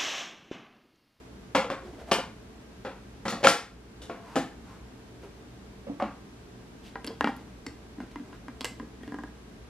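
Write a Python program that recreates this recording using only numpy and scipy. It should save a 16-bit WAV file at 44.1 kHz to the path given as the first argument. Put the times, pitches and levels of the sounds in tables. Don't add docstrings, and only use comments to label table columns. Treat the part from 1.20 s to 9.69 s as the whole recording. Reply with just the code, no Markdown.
import sys
import numpy as np
from scipy import signal
from scipy.fft import rfft, irfft
from scipy.io import wavfile
from scipy.ndimage import uniform_filter1d

SR = 44100
rng = np.random.default_rng(int(sys.argv[2]) if len(sys.argv) > 2 else 0)


def digitize_waveform(pressure):
    field = np.atleast_2d(pressure).T
    bounded = np.clip(field, -1, 1)
    quanta = np.round(bounded * 32767).astype(np.int16)
    wavfile.write(sys.argv[1], SR, quanta)


N = 374409

# frequency in Hz, relative density in dB.
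AIR_SPECTRUM = [(13, -51.5), (22, -24), (59, 0), (92, -13), (124, -5.5), (146, -13), (187, -4), (382, -11),
                (438, -10.5), (502, -17.5), (698, -17), (779, -19), (6100, -33.5), (13500, -44.5),
                (15500, -50)]
# frequency in Hz, left-right correlation.
AIR_LIKENESS = [(60, 1), (130, 0.97), (290, 0.8), (640, 0.36), (1410, 0.056), (3100, 0.0066), (6820, -0.24),
                (15000, -0.051)]
# frequency in Hz, level in dB.
HUM_LINES = [(59.3, -60), (118.6, -59.5), (177.9, -78.5), (441, -65.5), (1583, -75)]
# frequency in Hz, seconds to fall 60 dB (t60).
ROOM_T60 = [(150, 0.36), (500, 0.27), (1400, 0.38), (4000, 0.31), (8000, 0.3), (14000, 0.26)]
# frequency in Hz, left-right correlation.
ROOM_LIKENESS = [(150, 0.98), (700, 1), (1500, 1), (3000, 0.9), (7000, 0.68), (14000, 0.13)]
# time in seconds, midrange left minus right in dB, distance in metres.
PURSE_PATH = [(0.3, 1.5, 0.55), (3.2, 2, 0.48), (4.7, -5.5, 0.4), (4.9, 5, 0.026), (5.7, 0.63, 0.2),
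              (8.4, 0.1, .22)]
REGISTER_EDGES_HZ = [130, 420, 1500, 4500, 14000]

# start in seconds, strike in dB, hardness in dB per octave, thump in dB,
# room send in dB (less when the struck wall faces the microphone), then three resonances of the
# struck spot, each as frequency in Hz and lift in dB.
TABLE_KNOCKS = [(0.3487, -26, -5, -34, 0, 746, 11, 2780, 9, 3320, 8),
                (0.3522, -21.5, -5, -27.5, 0, 288, 5.1, 528, 18.5, 1340, 10),
                (0.444, -36, -8, -47, -4, 475, 12, 900, 8, 1300, 2),
                (0.501, -30.5, -6, -38, 0, 540, 15.7, 1100, 7, 2320, 6),
                (0.9134, -27, -2, -42, 4.5, 1370, 3, 2800, 7, 4490, 7),
                (0.9166, -24, -3.5, -29.5, -6, 556, 17, 1140, 10, 5300, 6),
                (0.9212, -31.5, -3.5, -29.5, -6, 430, 7.8, 900, 11, 1710, 3),
                (0.9391, -36.5, -2, -55, -7, 1120, 5, 3085, 6, 5400, 9),
                (0.985, -37.5, -8, -39, -0.5, 542, 29, 865, -2, 1120, -1),
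                (1.6491, -36, -6.5, -46.5, 4, 550, 8.5, 710, 4, 2240, 0),
                (2.0536, -33, -4.5, -37, 3.5, 829, 6, 1380, 5, 1920, 13),
                (2.081, -35.5, -1.7, -40, 1.5, 1110, 28, 4300, 9, 5870, 13),
                (2.098, -51.5, 2, -53.5, 10, 2210, 4, 4400, 18, 6930, 14),
                (2.124, -37, -4, -35.5, 1.5, 756, 6.1, 1880, 18.5, 4350, 15.5),
                (2.23, -31.5, -5, -34, 4.5, 500, 14, 713, 3, 1110, 0),
                (2.239, -20.5, -4, -37.5, 6, 535, 9.3, 1710, 10, 2420, 2),
                (2.2466, -19, -5, -31.5, -1, 518, 16, 1100, 9, 2450, 8),
                (2.27, -13.5, -3.5, -24, -8, 703, 11.4, 1365, 13.5, 1640, 10),
                (2.2765, -25.5, 0.5, -33.5, 10, 717, 19, 2900, -3, 4900, 5),
                (2.2869, -25, -3.5, -37, 2.5, 740, 6, 3900, 3, 7000, -5),
                (2.818, -54, 0.3, -65, 7, 2900, 8.1, 3660, 16, 5400, 8),
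                (2.897, -36.5, -7.5, -41, 1.5, 690, 15, 1090, 13.5, 1410, 9),
                (3.1567, -32, -2.5, -35, 3.5, 523, 7.8, 855, 17, 1710, 11.5),
                (3.163, -26, -10, -27, -4, 255, 17, 640, 16, 1240, 16),
                (3.169, -30, -12, -35, -3.5, 283, 4, 544, 12, 637, 24),
                (4.668, -42.5, -10, -43, 11, 270, 6.3, 556, 15, 720, 24),
                (4.697, -47.5, -18, -32.5, -5, 283, 23, 560, 3, 705, 14),
                (4.7993, -30.5, -9.5, -49, 7.5, 476, 7.9, 720, -1, 1230, 1),
                (4.8232, -28.5, -9.5, -31, 6, 213, 13.5, 577, 14, 766, 20)]
# frequency in Hz, relative level in dB, t60 in seconds.
TABLE_MODES = [(220, 3, 0.015), (277.5, 2, 0.046), (461, -1, 0.038), (520, 0, 0.065), (691, 4.5, 0.032),
               (820, -9, 0.092), (1020, -10, 0.048), (1130, -2.5, 0.042), (1340, 6, 0.018),
               (2240, -2.5, 0.039), (2900, -10, 0.061), (3100, -3, 0.038), (3450, -1.5, 0.029),
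               (4430, -8.5, 0.031), (5400, -7.5, 0.022), (6930, -5.5, 0.035), (7620, -8.5, .03)]
# start in seconds, length in seconds, centre in Hz, level in dB.
RUB_STROKES = [(0.609, 0.11, 375, -46.5), (0.717, 0.056, 282, -46), (0.771, 0.068, 565, -45.5),
               (0.862, 0.061, 646, -45.5), (2.077, 0.053, 4390, -46.5), (2.161, 0.087, 560, -47),
               (2.989, 0.28, 990, -51.5), (3.428, 0.16, 990, -55.5), (4.009, 0.061, 384, -46.5),
               (5.626, 0.076, 2750, -55.5), (5.865, 0.055, 290, -42.5), (6.042, 0.07, 2900, -55),
               (6.165, 0.068, 262, -48), (6.794, 0.033, 1700, -59), (6.806, 0.054, 300, -48.5),
               (6.906, 0.021, 2600, -59), (7.005, 0.14, 290, -52), (7.127, 0.047, 1390, -59),
               (7.798, 0.13, 1980, -63)]
# start in seconds, strike in dB, hardness in dB per octave,
# thump in dB, then two resonances of the struck spot, each as frequency in Hz and lift in dB.
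SHELL_RAPS = [(5.7559, -37, -8, -48.5, 620, 7.1, 970, 6.8), (5.904, -40.5, -22, -48, 454, 4.1, 1040, 12),
              (6.0089, -26, -7, -35, 1060, 8.9, 2900, 3.5), (6.0436, -27, -7, -27.5, 380, 13, 810, 9),
              (6.0733, -28.5, -9, -31, 1055, 13, 1820, 9.3), (6.09, -35.5, -11, -43, 287, 3.5, 810, 5.1),
              (6.783, -53, -10, -39, 220, 6.3, 420, 2), (6.8033, -45.5, -7, -38.5, 1000, 7, 2110, 6.2),
              (6.958, -43, -7.5, -38.5, 950, 17, 2040, 10), (6.997, -62, -4, -39, 285, 3.4, 1000, 2),
              (7.1291, -51, -6.5, -52, 1020, 13, 1590, 6.3), (7.283, -45.5, -6, -40, 950, 20, 1560, 5.1),
              (7.598, -44, -7, -38.5, 976, 17, 1620, 3.9), (7.629, -52, -14, -42, 1020, 11, 1672, 5),
              (7.809, -58, -10, -47, 638, 4, 920, 7), (7.833, -50.5, -5.5, -45, 1850, 16, 3280, 20),
              (7.878, -50.5, -5.5, -39, 429, 9, 1700, 8.6), (7.921, -45, -7, -40.5, 1000, 5.6, 1650, 14),
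              (7.944, -43, -7.5, -40, 990, 5.3, 1665, 10), (7.987, -43, -8, -43, 1020, 12, 1660, 14),
              (8.036, -44, -6.5, -40, 970, 8.6, 1665, 8.5)]
# frequency in Hz, relative level in dB, t60 in seconds.
SHELL_MODES = [(238, -1, 0.15), (290, 2, 0.11), (430, 2, 0.029), (784, -5, 0.053), (906, 0.5, 0.013),
               (1030, -1, 0.026), (1237, -11, 0.066), (1400, -2, 0.024), (1640, 1, 0.037), (1890, 0, 0.031),
               (2076, -11, 0.091), (2332, -14.5, 0.087), (2830, -5.5, 0.026), (3280, -8.5, 0.021),
               (3780, -11, .018), (4900, -5, 0.014)]
CLASP_CLICKS = [(5.845, -47, -1, -43, 2706, 9.9, 9700, 15), (5.8663, -59, 3, -63, 7600, 5.2, 11200, 25),
                (5.874, -47.5, 1, -42, 4550, 14, 5150, 5.5), (6.165, -74.5, 4.5, -46, 11300, 8, 12000, 24),
                (6.465, -47.5, 0.1, -38.5, 1900, 8.3, 5370, 6.7),
                (7.4085, -44, -0.3, -42, 2970, 9.3, 4070, 15),
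                (7.4453, -38.5, 0, -46, 1650, 5.7, 2930, 9.7), (7.4498, -42, -2, -51, 476, 14, 1960, 27),
                (7.512, -67, -1.5, -46, 3200, 4, 4300, 8)]
# frequency in Hz, relative level in dB, t60 in seconds.
CLASP_MODES = [(270, -1, 0.08), (468, -2, 0.093), (810, -7, 0.027), (1020, 10.5, 0.014), (1650, 6, 0.016),
               (2067, 3, 0.041), (2720, -5, 0.045), (3320, 5.5, 0.028), (3900, -2, 0.021), (4160, 7, 0.017),
               (4550, 5.5, 0.023), (5150, 9, 0.014), (5350, 0, .017), (7570, 9.5, 0.0082),
               (11000, -22, 0.018)]

RING_TIME = np.arange(20480) / SR
ATTACK_SAMPLES = int(.02 * SR)
REGISTER_CENTRES_HZ = np.sqrt(np.multiply(REGISTER_EDGES_HZ[1:], REGISTER_EDGES_HZ[:-1]))
ROOM_RADIUS_M = 0.34


def from_db(db):
    return 10 ** (np.asarray(db) / 20)


def unit_power(x):
    return x / np.sqrt(np.mean(x ** 2) + 1e-20)


def bin_hz(size):
    return np.maximum(np.arange(size // 2 + 1) * SR / size, 1)


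def at_hz(table, hz):
    table_hz, values = np.transpose(table)
    return np.interp(np.log(hz), np.log(table_hz), values)


def band(x, low_hz, high_hz):
    return signal.sosfilt(signal.butter(2, [low_hz, high_hz], "band", fs=SR, output="sos"), x)


def low_pass(x, hz, order):
    return signal.sosfilt(signal.butter(order, hz, fs=SR, output="sos"), x)


def equalised(sound, gain):
    size = sound.shape[1]
    cepstrum = irfft(np.log(gain))
    cepstrum[1:size // 2] *= 2
    return irfft(rfft(sound) * np.exp(rfft(cepstrum[:size // 2], size)))


def resonance(x, hz, decay_per_s):
    r = np.exp(-decay_per_s / SR)
    poles = [1, -2 * r * np.cos(2 * np.pi * hz / SR), r * r]
    return (1 - r * r) / 2 * signal.lfilter([1, 0, -1], poles, x)


def add(out, start_s, sound):
    start = round(start_s * SR)
    out[:, start:start + sound.shape[1]] += sound[:, :N - start]


def stereo_noise(likeness, size):
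    alike = at_hz(likeness, bin_hz(size))
    mid, side = rfft(rng.standard_normal((2, size)))
    return irfft(np.sqrt((1 + alike) / 2) * mid + np.sqrt((1 - alike) / 2) * side * [[1], [-1]], size)


def room_air(level_db):
    spectrum = rfft(stereo_noise(AIR_LIKENESS, N)) * from_db(at_hz(AIR_SPECTRUM, bin_hz(N)))
    return from_db(level_db) * low_pass(unit_power(irfft(spectrum, N)), 13500, order=6)


def mains_hum(waver_rad):
    t = np.arange(N) / SR
    knots = np.linspace(0, t[-1], 40)
    hum = np.zeros(N)
    for hz, db in HUM_LINES:
        waver = waver_rad * np.interp(t, knots, rng.standard_normal(len(knots)))
        hum += np.sqrt(2) * from_db(db) * np.sin(2 * np.pi * hz * t + waver)
    return hum


def room_tails(places):
    noise = stereo_noise(ROOM_LIKENESS, places * len(RING_TIME)).reshape(2, places, -1)
    edges_hz = np.geomspace(90, 18000, 9)
    tails = np.zeros_like(noise)
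    for k, (low, high) in enumerate(zip(edges_hz, edges_hz[1:])):
        t60 = at_hz(ROOM_T60, np.sqrt(low * high))
        tails += (-1) ** k * band(noise, low, high) * from_db(-60 * RING_TIME / t60)
    return unit_power(tails.swapaxes(0, 1)) / np.sqrt(len(RING_TIME))


def in_room(sound, start_s, room, wet_db, build_s):
    tail = room[int(start_s / .5) % len(room)]
    response = from_db(wet_db) * tail * (1 - np.exp(-(RING_TIME / build_s) ** 2))
    response[:, 0] += 1
    power = np.mean(np.abs(rfft(response)) ** 2, axis=0)
    flattening = np.sqrt(uniform_filter1d(power, size=410) / uniform_filter1d(power, size=41))
    return signal.fftconvolve(sound[None], equalised(response, flattening), axes=1)


def spread_click(stages, t60):
    r = from_db(-60 / (t60 * SR))
    cosines = np.cos(2 * np.pi * rng.uniform(300, 13000, stages) / SR)
    all_passes = [[r * r, -2 * r * c, 1, 1, -2 * r * c, r * r] for c in cosines]
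    return signal.sosfilt(all_passes, signal.unit_impulse(4096) + 1e-18)


def strike(modes, click, crack_db, crack_hz, vary_db):
    hz, db, t60 = np.transpose(modes)
    t = RING_TIME[:len(click)]
    strength = from_db(db + vary_db * rng.standard_normal(len(hz))) * rng.choice([-1, 1], len(hz))
    ring = strength @ (np.sin(2 * np.pi * np.outer(hz, t)) * from_db(-60 * np.outer(1 / t60, t)))
    crack = from_db(crack_db) * signal.lfilter(*signal.butter(1, crack_hz, fs=SR), click)
    return band(ring + crack, 228, 12000)


def spot_ring(sound, spot, cycles, lift_share):
    for hz, lift_db in np.reshape(spot, (-1, 2)):
        ring = resonance(sound, hz, decay_per_s=np.log(1000) * hz / cycles)
        sound = sound + (from_db(lift_share * lift_db) - 1) * ring
    return sound


def radiated(sound, start_s, spot, room, spot_cycles, room_db, build_s):
    times, _, distance_m = np.transpose(PURSE_PATH)
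    wet_db = room_db + 20 * np.log10(np.interp(start_s, times, distance_m) / ROOM_RADIUS_M)
    off_axis = spot_ring(sound, spot, spot_cycles, lift_share=0.7)
    on_axis = spot_ring(sound, spot, spot_cycles, lift_share=1)
    heard = in_room(off_axis, start_s, room, wet_db, build_s)
    heard[:, :len(sound)] += on_axis - off_axis
    return heard


def voiced(sound, strike_db, hardness, thump_db, clack_db):
    octaves = np.log2(REGISTER_CENTRES_HZ / REGISTER_CENTRES_HZ[1])
    _, knock, clack, tick = strike_db + hardness * octaves
    wanted_db = np.array([thump_db, knock, clack + clack_db, tick])
    sound = sound[:, :len(RING_TIME)]
    window = np.interp(np.arange(2 * ATTACK_SAMPLES) / ATTACK_SAMPLES, [.8, 1.2], [1, 0])
    edge_bins = np.array(REGISTER_EDGES_HZ) * len(window) // SR
    for _ in range(2):
        attack = sound[:, :len(window)] * window
        power = np.mean(np.abs(rfft(attack)) ** 2, axis=0) / ATTACK_SAMPLES ** 2
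        attack_db = 10 * np.log10(np.add.reduceat(power, edge_bins)[:-1])
        boosts = np.column_stack([REGISTER_CENTRES_HZ, wanted_db - attack_db])
        sound = equalised(sound, from_db(at_hz(boosts, bin_hz(len(RING_TIME)))))
    return sound


def at_microphone(sound, start_s, lag_s_per_db=27e-6):
    times, pans_db, _ = np.transpose(PURSE_PATH)
    pan_db = np.interp(start_s, times, pans_db)
    midrange = signal.lfilter(*signal.butter(1, (500, 5000), "band", fs=SR), sound)
    ports = []
    for port, mids, side_db in zip(sound, midrange, (pan_db, -pan_db)):
        lag = round(max(-side_db, 0) * lag_s_per_db * SR)
        ports.append(np.roll(port + (from_db(side_db / 2) - 1) * mids, lag))
    return np.array(ports)


def table_knocks(room):
    out = np.zeros((2, N))
    for start_s, strike_db, hardness, thump_db, room_db, *spot in TABLE_KNOCKS:
        click = spread_click(stages=20, t60=0.0078)
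        blow = strike(TABLE_MODES, click, crack_db=42.5, crack_hz=1950, vary_db=3.0)
        heard = radiated(blow, start_s, spot, room, spot_cycles=32, room_db=room_db, build_s=0.0028)
        heard = voiced(heard, strike_db, hardness, thump_db, clack_db=1.5)
        add(out, start_s, at_microphone(heard, start_s))
    return low_pass(out, 13300, order=8)


def rubs(room, grain_db, speed_rise):
    out = np.zeros((2, N))
    for start_s, length_s, hz, db in RUB_STROKES:
        size = int(length_s * SR)
        slips = rng.standard_normal(size) * from_db(grain_db * rng.standard_normal(size))
        width_hz = 380 * (hz / 1000) ** 1.57
        friction = resonance(slips, hz, decay_per_s=np.pi * width_hz)
        progress = np.arange(size) / size
        travel = progress + speed_rise * progress * (progress - 1) / 2
        stroke = unit_power(np.interp(travel, progress, friction)) * np.sin(np.pi * progress)
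        add(out, start_s, from_db(db) * in_room(stroke, start_s, room, wet_db=-3.0, build_s=0.0017))
    return out


def shell_raps(room):
    out = np.zeros((2, N))
    for start_s, strike_db, hardness, thump_db, *spot in SHELL_RAPS:
        click = spread_click(stages=10, t60=0.0084)
        rap = strike(SHELL_MODES, click, crack_db=32.5, crack_hz=1300, vary_db=3.5)
        heard = radiated(rap, start_s, spot, room, spot_cycles=44, room_db=-3.5, build_s=0.0011)
        heard = voiced(heard, strike_db, hardness, thump_db, clack_db=6.0)
        add(out, start_s, at_microphone(heard, start_s))
    return out


def clasp_touch():
    click = spread_click(stages=12, t60=0.0024)
    return strike(CLASP_MODES, click, crack_db=38.5, crack_hz=5400, vary_db=3.5)


def clasp_clicks(room, rebound_s=(0.002184, 0.0084), rebound_db=-6):
    out = np.zeros((2, N))
    for start_s, strike_db, hardness, thump_db, *spot in CLASP_CLICKS:
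        lag = int(rng.uniform(*rebound_s) * SR)
        snap = np.pad(clasp_touch(), (0, lag)) + from_db(rebound_db) * np.pad(clasp_touch(), (lag, 0))
        heard = radiated(snap, start_s, spot, room, spot_cycles=25, room_db=-2.0, build_s=0.00073)
        heard = voiced(heard, strike_db, hardness, thump_db, clack_db=3.0)
        add(out, start_s, at_microphone(heard, start_s))
    return out


def gain_control(x, threshold_db, release_db_per_s, attack_s):
    power = uniform_filter1d(np.mean(x ** 2, axis=0), size=ATTACK_SAMPLES)
    over_db = np.maximum(10 * np.log10(np.abs(power) + 1e-12) - threshold_db, 0)
    release_db = release_db_per_s * np.arange(N) / SR
    held_db = np.maximum.accumulate(over_db + release_db) - release_db
    r = np.exp(-1 / (attack_s * SR))
    return x * from_db(-signal.lfilter([1 - r], [1, -r], held_db))


def scene():
    room = room_tails(places=17)
    purse = table_knocks(room) + shell_raps(room) + clasp_clicks(room)
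    sliding = rubs(room, grain_db=2.5, speed_rise=0.23)
    return purse + sliding + room_air(level_db=-48.5) + mains_hum(waver_rad=0.062)


def record(dry):
    levelled = gain_control(dry, threshold_db=-15.0, release_db_per_s=10.0, attack_s=0.015)
    clipped = np.clip(levelled, -.82, .82)
    return signal.sosfilt(signal.ellip(10, .1, 80, 15400, fs=SR, output="sos"), clipped)


dry = scene()
out = record(dry)
digitize_waveform(out)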